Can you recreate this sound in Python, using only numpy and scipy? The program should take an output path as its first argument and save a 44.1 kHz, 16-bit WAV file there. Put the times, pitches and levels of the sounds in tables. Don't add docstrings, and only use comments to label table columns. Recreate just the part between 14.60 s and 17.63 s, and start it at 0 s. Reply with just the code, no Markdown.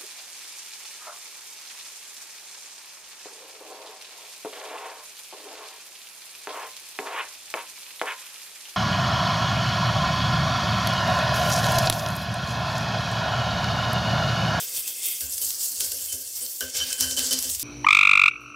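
import sys
import numpy as np
from scipy import signal
from scipy.io import wavfile

SR = 44100
rng = np.random.default_rng(int(sys.argv[2]) if len(sys.argv) > 2 else 0)


def magnitude_from_level(level_db):
    exponent = np.asarray(level_db, float) / 20
    return 10 ** exponent


def wav_record(signal):
    frames = np.transpose(np.atleast_2d(signal))
    bounded = np.clip(frames, -1, 1)
    quanta = np.round(bounded * 32767).astype(np.int16)
    wavfile.write(sys.argv[1], SR, quanta)


N = 133623


def rms_one(x):
    return x / np.sqrt(np.mean(x ** 2) + 1e-20)


def slow(rate_hz):
    pole = np.exp(-80 * np.pi * rate_hz / SR)
    noise = rng.standard_normal(N // 40 + 2002)
    drift = signal.lfilter([1], [1, -2 * pole, pole * pole], noise)[2000:]
    return np.interp(np.arange(N) / 40, np.arange(len(drift)), rms_one(drift))


def at_hz(points, hz):
    points_hz, points_db = np.transpose(points)
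    return np.interp(np.log(hz), np.log(points_hz), points_db)


def butter(order, hz, kind, x):
    return signal.sosfilt(signal.butter(order, hz, kind, fs=SR, output="sos"), x)


def lowpass_in_phase(order, hz, x):
    return signal.sosfiltfilt(signal.butter(order, hz, fs=SR, output="sos"), x)


def colour(drives, spectrum, patchy_db, rate_hz):
    out = 0
    edges_hz = 40 * 2 ** np.arange(0, 9, 1 / 3)
    shared = slow(2 * rate_hz)
    for k, (low, high) in enumerate(zip(edges_hz, edges_hz[1:])):
        if spectrum[0][0] / 2 < low < spectrum[-1][0] * 1.5:
            band = butter(2, [low, high], "band", drives[k % 2])
            flicker_db = patchy_db * (slow(rate_hz) + .5 * shared)
            out = out + band * magnitude_from_level(at_hz(spectrum, np.sqrt(low * high)) + flicker_db)
    return rms_one(out)


def ring(drive, hz, t60_s):
    r = magnitude_from_level(-60 / (t60_s * SR))
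    w = 2 * np.pi * hz / SR
    return signal.lfilter([0, np.sin(w)], [1, -2 * r * np.cos(w), r * r], drive + 1e-18)


def damping(t, free_s, damp_s):
    return np.exp(-np.maximum(t - free_s, 0) / damp_s)


def clicks(start_s, level_db):
    out = np.zeros(N)
    out[np.minimum((np.asarray(start_s) * SR).astype(int), N - 1)] = magnitude_from_level(level_db)
    return out


def room_air():
    # hz, level_db
    spectrum = [(18, -50), (40, -30), (80, -12), (170, -29), (355, -1), (620, -1), (1100, -41), (1600, -8),
                (1950, -15), (3300, -120)]
    return magnitude_from_level(-64) * colour(rng.standard_normal((2, N)), spectrum, patchy_db=2.0, rate_hz=4.7)


def scrub_levels():
    # time_s, hollow_db, ceramic_drive_db, sheen_db, core_grind_db
    level_points = [(0, 7.5, 11, 6, -12), (.3, 8.5, 0, 7.5, -16), (.58, 11, -30, 8, -15), (.63, 0, 1, 4, 10),
                    (1.001, -10, -11, 5, -12), (1.2, -4, -14, 2.1, 0.5), (1.6, -1, 10, 6.5, 4.5),
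                    (2.002, -3, -42.5, 4, -16), (2.012, 1, 18, -4, 9.5), (2.13, 2, 9.5, -3.5, -7),
                    (2.2, 3, 8.5, -8, 1), (2.37, 2, -3, -0.5, -5.5), (2.45, -19, 11.5, -2, 7),
                    (2.75, -10, 3, -11.5, -6.5), (2.9, -3, -4, 2.5, 9.5), (2.97, 3.5, -11, 4, -4)]
    time_s, *controls = np.transpose(level_points)
    return [np.interp(np.arange(N) / SR, time_s, c) for c in controls]


def effort():
    # peak_s, rise_s, fall_s, level_db
    strokes = [(0.01, 0.075, 0.064, -33.5), (0.178, 0.078, 0.042, -32), (0.28, 0.038, 0.05, -33),
               (0.456, 0.08, 0.14, -32), (0.609, 0.0051, 0.12, -32), (0.731, 0.074, 0.065, -36),
               (.78, 0.037, 0.028, -34.5), (0.82, 0.016, 0.2, -29.5), (1.012, 0.016, 0.088, -29),
               (1.12, 0.0091, 0.026, -34.5), (1.171, 0.039, 0.048, -34), (1.207, 0.02, 0.27, -29.5),
               (1.32, 0.0035, 0.0061, -24.5), (1.42, 0.017, 0.16, -36), (1.528, 0.0068, 0.015, -29),
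               (1.61, 0.014, 0.72, -40.5), (1.761, 0.0089, 0.38, -35.5), (2.007, 0.0012, 0.1, -32),
               (2.151, 0.01, 0.11, -23.5), (2.296, 0.064, 0.07, -28), (2.409, 0.017, 0.091, -21.5),
               (2.512, 0.015, 0.043, -27), (2.572, 0.0017, 0.16, -19.5), (2.711, 0.0027, 0.055, -19.5),
               (2.79, 0.026, 0.0094, -23.5), (2.835, 0.021, 0.061, -27), (2.899, 0.032, 0.049, -32),
               (2.95, 0.026, 0.011, -35), (3.0, 0.016, 0.04, -31)]
    shape, rest_db = 1.04, -52
    t = np.arange(N) / SR
    power = magnitude_from_level(2 * rest_db)
    for peak_s, rise_s, fall_s, level_db in strokes:
        away = np.abs((t - peak_s) / np.where(t < peak_s, rise_s, fall_s))
        power = power + magnitude_from_level(2 * level_db) * np.exp(-2 * away ** shape)
    return np.sqrt(power)


def flicks():
    per_s, spread_db, share = 2500, 1.7, 0.3
    sizes = magnitude_from_level(spread_db * np.minimum(rng.exponential(1, N), 6))
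    born = rng.random(N) < per_s / SR
    swarm = rms_one(signal.lfilter([.2], [1, -.8], sizes * born))
    grain = np.sqrt(1 - share + share * swarm ** 2)
    return grain * rng.standard_normal((2, N))


def tufts(tips):
    swing_db, t60_s = 5, .012
    out = 0
    for hz in np.geomspace(4700, 10500, 14):
        out = out + magnitude_from_level(swing_db * slow(3.1)) * ring(tips, hz, t60_s)
    return rms_one(out)


def hollow(tips):
    # hz, level_db, width_hz
    resonances = [(392, -16.5, 61), (514, -21, 84), (675, -39, 30), (2114, -5, 95), (2602, 1.5, 190),
                  (3263, 3, 360), (3606, 1, 165)]
    flicker_db = 1.5
    out = 0
    for k, (hz, level_db, width_hz) in enumerate(resonances):
        t60_s = 1.5 / width_hz
        tone = rms_one(ring(ring(tips[k % 2], hz, t60_s), hz, t60_s))
        out = out + magnitude_from_level(level_db + flicker_db * slow(17)) * tone
    return rms_one(out)


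def brush(force, hollow_db, sheen_db, grind_db):
    # hz, level_db_per_hz
    bristles = [(300, -56), (550, -56), (1100, -46), (2200, -19.5), (4200, -5.5), (6300, 3), (9500, 0),
                (15800, -3)]
    core_top_hz, sheen_hz, tuft_db, trap_db = 1900, 7340, -11, -17
    tips = flicks()
    hiss = colour(tips, bristles, patchy_db=2.28, rate_hz=15.0)
    core = lowpass_in_phase(3, core_top_hz, hiss)
    hiss = hiss - core + magnitude_from_level(grind_db) * core + magnitude_from_level(tuft_db) * tufts(tips[0])
    body = lowpass_in_phase(2, sheen_hz, hiss)
    sheen = magnitude_from_level(sheen_db) * (hiss - body)
    return force * (body + sheen + magnitude_from_level(hollow_db + trap_db) * hollow(tips))


def cracks():
    # start_s, peak_db, pitch_hz
    knocks = [(0.277, -8.5, 7100), (0.6058, -13.5, 7100), (0.78, -9, 6200), (0.816, -11, 9000),
              (0.9051, -8.5, 6000), (1.0078, -15, 6200), (1.2024, -8, 9000), (1.2059, -3.5, 5500),
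              (1.3163, -11, 8550), (1.5245, -16, 6500), (1.5966, -26, 7000), (1.863, -16.5, 5960),
              (2.0065, -5.5, 7260), (2.145, -20, 6500), (2.328, -5, 5350), (2.4003, -10, 7900),
              (2.4077, 2.5, 6750), (2.5098, -6.5, 5000), (2.5657, -10, 6800), (2.587, -9, 10000),
              (2.5924, -1, 5500), (2.6689, -10, 7000), (2.7084, -10, 6500), (2.728, -2, 11000),
              (2.7338, -4.5, 5000), (2.7885, -6.5, 7100), (2.8251, -6.5, 10200), (2.8978, -7, 5000),
              (2.948, -12.5, 5950), (2.9956, -8.5, 11000), (3.0284, -7, 5970)]
    snap_s, tail_s, tail_db = .0008, .009, -7
    octaves, click_db, crack_db = 1.5, 7, -7
    out = np.zeros(N + SR)
    t = np.arange(SR // 10) / SR
    shape = t / snap_s * np.exp(1 - t / snap_s) + magnitude_from_level(tail_db) * np.exp(-t / tail_s)
    click = magnitude_from_level(click_db) * (np.arange(len(t)) == SR // 1000)
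    for start_s, peak_db, pitch_hz in knocks:
        edges_hz = pitch_hz * 2 ** (np.array([-.5, .5]) * octaves)
        snap = butter(1, edges_hz, "band", shape * rng.standard_normal(len(t)) + click)
        snap = butter(2, 3000, "high", snap)
        start = int(start_s * SR)
        out[start:start + len(t)] += magnitude_from_level(peak_db + crack_db) * snap / np.abs(snap).max()
    return out[:N]


def bowl(rub):
    # hz, level_db, t60_s
    low_modes = [(404, -4, 0.035), (508, -5.5, 0.23), (554, -9.5, 0.17), (630, -9, 0.059)]
    mid_modes = [(1522, -3, 0.065), (1549, -10.5, 0.3), (1641, -3, 0.1), (1230, -14, 0.015)]
    high_modes = [(2900, -4, 0.084), (3066, 7.5, 0.25), (4640, -34, 0.072), (5000, -8, 0.042),
                  (5800, 2, 0.049)]
    # low_hz, high_hz
    spans_hz = [(320, 750), (850, 1900), (2600, 7000)]
    # start_s, low_modes_db, mid_modes_db, high_modes_db, free_s
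    strikes = [(0.607, -47.5, -46, -68, 0.12), (0.809, -45, -72, -45, 0.038), (1.203, -39, -40, -68, 0.087),
               (1.314, -42.5, -43.5, -70, 0.068), (1.387, -50, -53, -45, 0.15),
               (1.486, -84, -90.5, -41.5, 0.047), (1.525, -41, -58, -51, 0.14),
               (1.807, -45.5, -54, -51, 0.1), (2.006, -34.5, -25.5, -33, 0.081),
               (2.202, -47, -30, -25.5, 0.035), (2.298, -48, -34.5, -38, 0.088),
               (2.378, -50, -38, -39, 0.067), (2.428, -50, -33.5, -32, 0.11), (2.567, -45, -57, -30, 0.16),
               (2.667, -41.5, -60, -58, 0.034), (2.708, -36.5, -60, -31, 0.13),
               (2.835, -39.5, -47.5, -42, 0.07)]
    rattle_s, rub_db = (.04, .022, .018), (-49.5, -51, -56.5)
    rubbed_t60_share, ring_db, scatter_db, damp_s = .4, -2, 1.5, 0.014
    total = 0
    t = np.arange(SR // 4) / SR
    for k, modes in enumerate((low_modes, mid_modes, high_modes)):
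        out = np.zeros(N + SR)
        rattle = np.exp(-t / rattle_s[k])
        for hz, mode_db, t60_s in modes:
            hum = ring(rub * rng.standard_normal(N), hz, rubbed_t60_share * t60_s)
            out[:N] += magnitude_from_level(mode_db + rub_db[k]) * hum
            for start_s, *levels_db, free_s in strikes:
                tone = ring(rattle * rng.standard_normal(len(t)), hz, t60_s)
                tone = tone * damping(t, free_s, damp_s)
                peak_db = levels_db[k] + mode_db + ring_db + scatter_db * rng.standard_normal()
                start = int(start_s * SR)
                out[start:start + len(t)] += magnitude_from_level(peak_db) * tone / np.abs(tone).max()
        total = total + butter(2, spans_hz[k], "band", out[:N])
    return total


def booms():
    # start_s, peak_db, free_s
    shudders = [(0.609, -53.5, 0.087), (0.809, -60, 0.17), (1.1, -56, 0.047), (1.202, -56.5, 0.063),
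                (1.321, -58, 0.094), (1.524, -53, 0.098), (1.805, -55.5, 0.05), (2.004, -46, 0.095),
                (2.201, -50, 0.14), (2.385, -40, 0.26), (2.5, -45, 0.061), (2.568, -36.5, 0.046),
                (2.64, -40.5, 0.047), (2.71, -37, 0.078), (2.84, -44, 0.055)]
    mode_hz, t60_s, shudder_s, damp_s = 259.1, .3, 0.042, 0.013
    out = np.zeros(N + SR)
    t = np.arange(SR // 4) / SR
    for start_s, peak_db, free_s in shudders:
        push = np.sin(2 * np.pi * mode_hz * t) + 1.6 * rng.standard_normal(len(t))
        tone = ring(np.exp(-t / shudder_s) * push, mode_hz, t60_s) * damping(t, free_s, damp_s)
        start = int(start_s * SR)
        out[start:start + len(t)] += magnitude_from_level(peak_db) * tone / np.abs(tone).max()
    return out[:N]


def thumps(grind):
    # start_s, peak_db
    pushes = [(0.613, -59), (0.67, -54), (0.797, -51), (0.902, -72), (1.202, -65), (1.252, -59),
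              (1.332, -51), (1.527, -41), (1.826, -58), (2.036, -66), (2.21, -61), (2.41, -33), (2.61, -45),
              (2.741, -52), (2.862, -46), (2.959, -36)]
    # hz, level_db, t60_s
    fixture = [(80, -9.5, 0.077), (67, -39, 0.085), (151, -21.5, 0.032)]
    rock_db = -45
    push = clicks(*np.transpose(pushes)) + magnitude_from_level(rock_db) * grind * rng.standard_normal(N)
    out = 0
    for hz, level_db, t60_s in fixture:
        swell = ring(ring(push, hz, t60_s), hz, t60_s)
        to_unit_peak = 2 * np.e * np.log(1000) / (t60_s * SR)
        out = out + magnitude_from_level(level_db + 2) * swell * to_unit_peak
    return out


def bathroom(x):
    t60_s, wall_cut_hz = 0.28, 14000
    out = np.zeros(N)
    dull = np.exp(-2 * np.pi * wall_cut_hz / SR)
    lags = (rng.uniform(.012, .035, size=10) * SR).astype(int)
    for k, lag in enumerate(lags):
        loop, state = x.copy(), [0.]
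        gain = magnitude_from_level(-60 * lag / SR / t60_s)
        for i in range(lag, N, lag):
            back, state = signal.lfilter([gain * (1 - dull)], [1, -dull], loop[i - lag:i], zi=state)
            loop[i:i + lag] += back[:N - i]
        out += (loop - x) * (-1) ** k
    return out


def side_signal(wet):
    # hz, side_db
    width = [(100, -20), (500, -12), (1500, -3), (4000, -7.5), (8500, -18), (11500, -4.5), (15000, 3.5)]
    width_db, spread_s = -14, 0.039
    smear = rng.standard_normal(4000) * np.exp(-np.arange(4000) / (spread_s * SR))
    smeared = signal.fftconvolve(wet, smear)[:N]
    patches = colour([smeared, smeared], width, patchy_db=3.5, rate_hz=20.5)
    return magnitude_from_level(width_db) * wet.std() * patches


def scene():
    room_db, ceramic_room_db, air_side_db = -16, -4, -4
    hollow_db, drive_db, sheen_db, grind_db = scrub_levels()
    force = effort()
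    direct = brush(force, hollow_db, sheen_db, grind_db) + cracks()
    ceramic = bowl(force * magnitude_from_level(drive_db)) + booms() + thumps(force * magnitude_from_level(grind_db))
    echoes = bathroom(direct + magnitude_from_level(ceramic_room_db) * ceramic)
    wet = direct + ceramic + magnitude_from_level(room_db) * echoes
    middle = wet + room_air()
    side = side_signal(wet) + magnitude_from_level(air_side_db) * butter(2, 200, "high", room_air())
    return np.array([middle + side, middle - side])


def top_cut(x):
    return signal.sosfilt(signal.butter(12, 16590, fs=SR, output="sos"), x)


def record(dry):
    bottom_hz, top_hz = 62.5, 16350
    mix = butter(3, bottom_hz, "high", dry)
    mix = signal.sosfilt(signal.cheby2(14, 60, top_hz, fs=SR, output="sos"), mix)
    return top_cut(mix)


dry = scene()
out = record(dry)
wav_record(out)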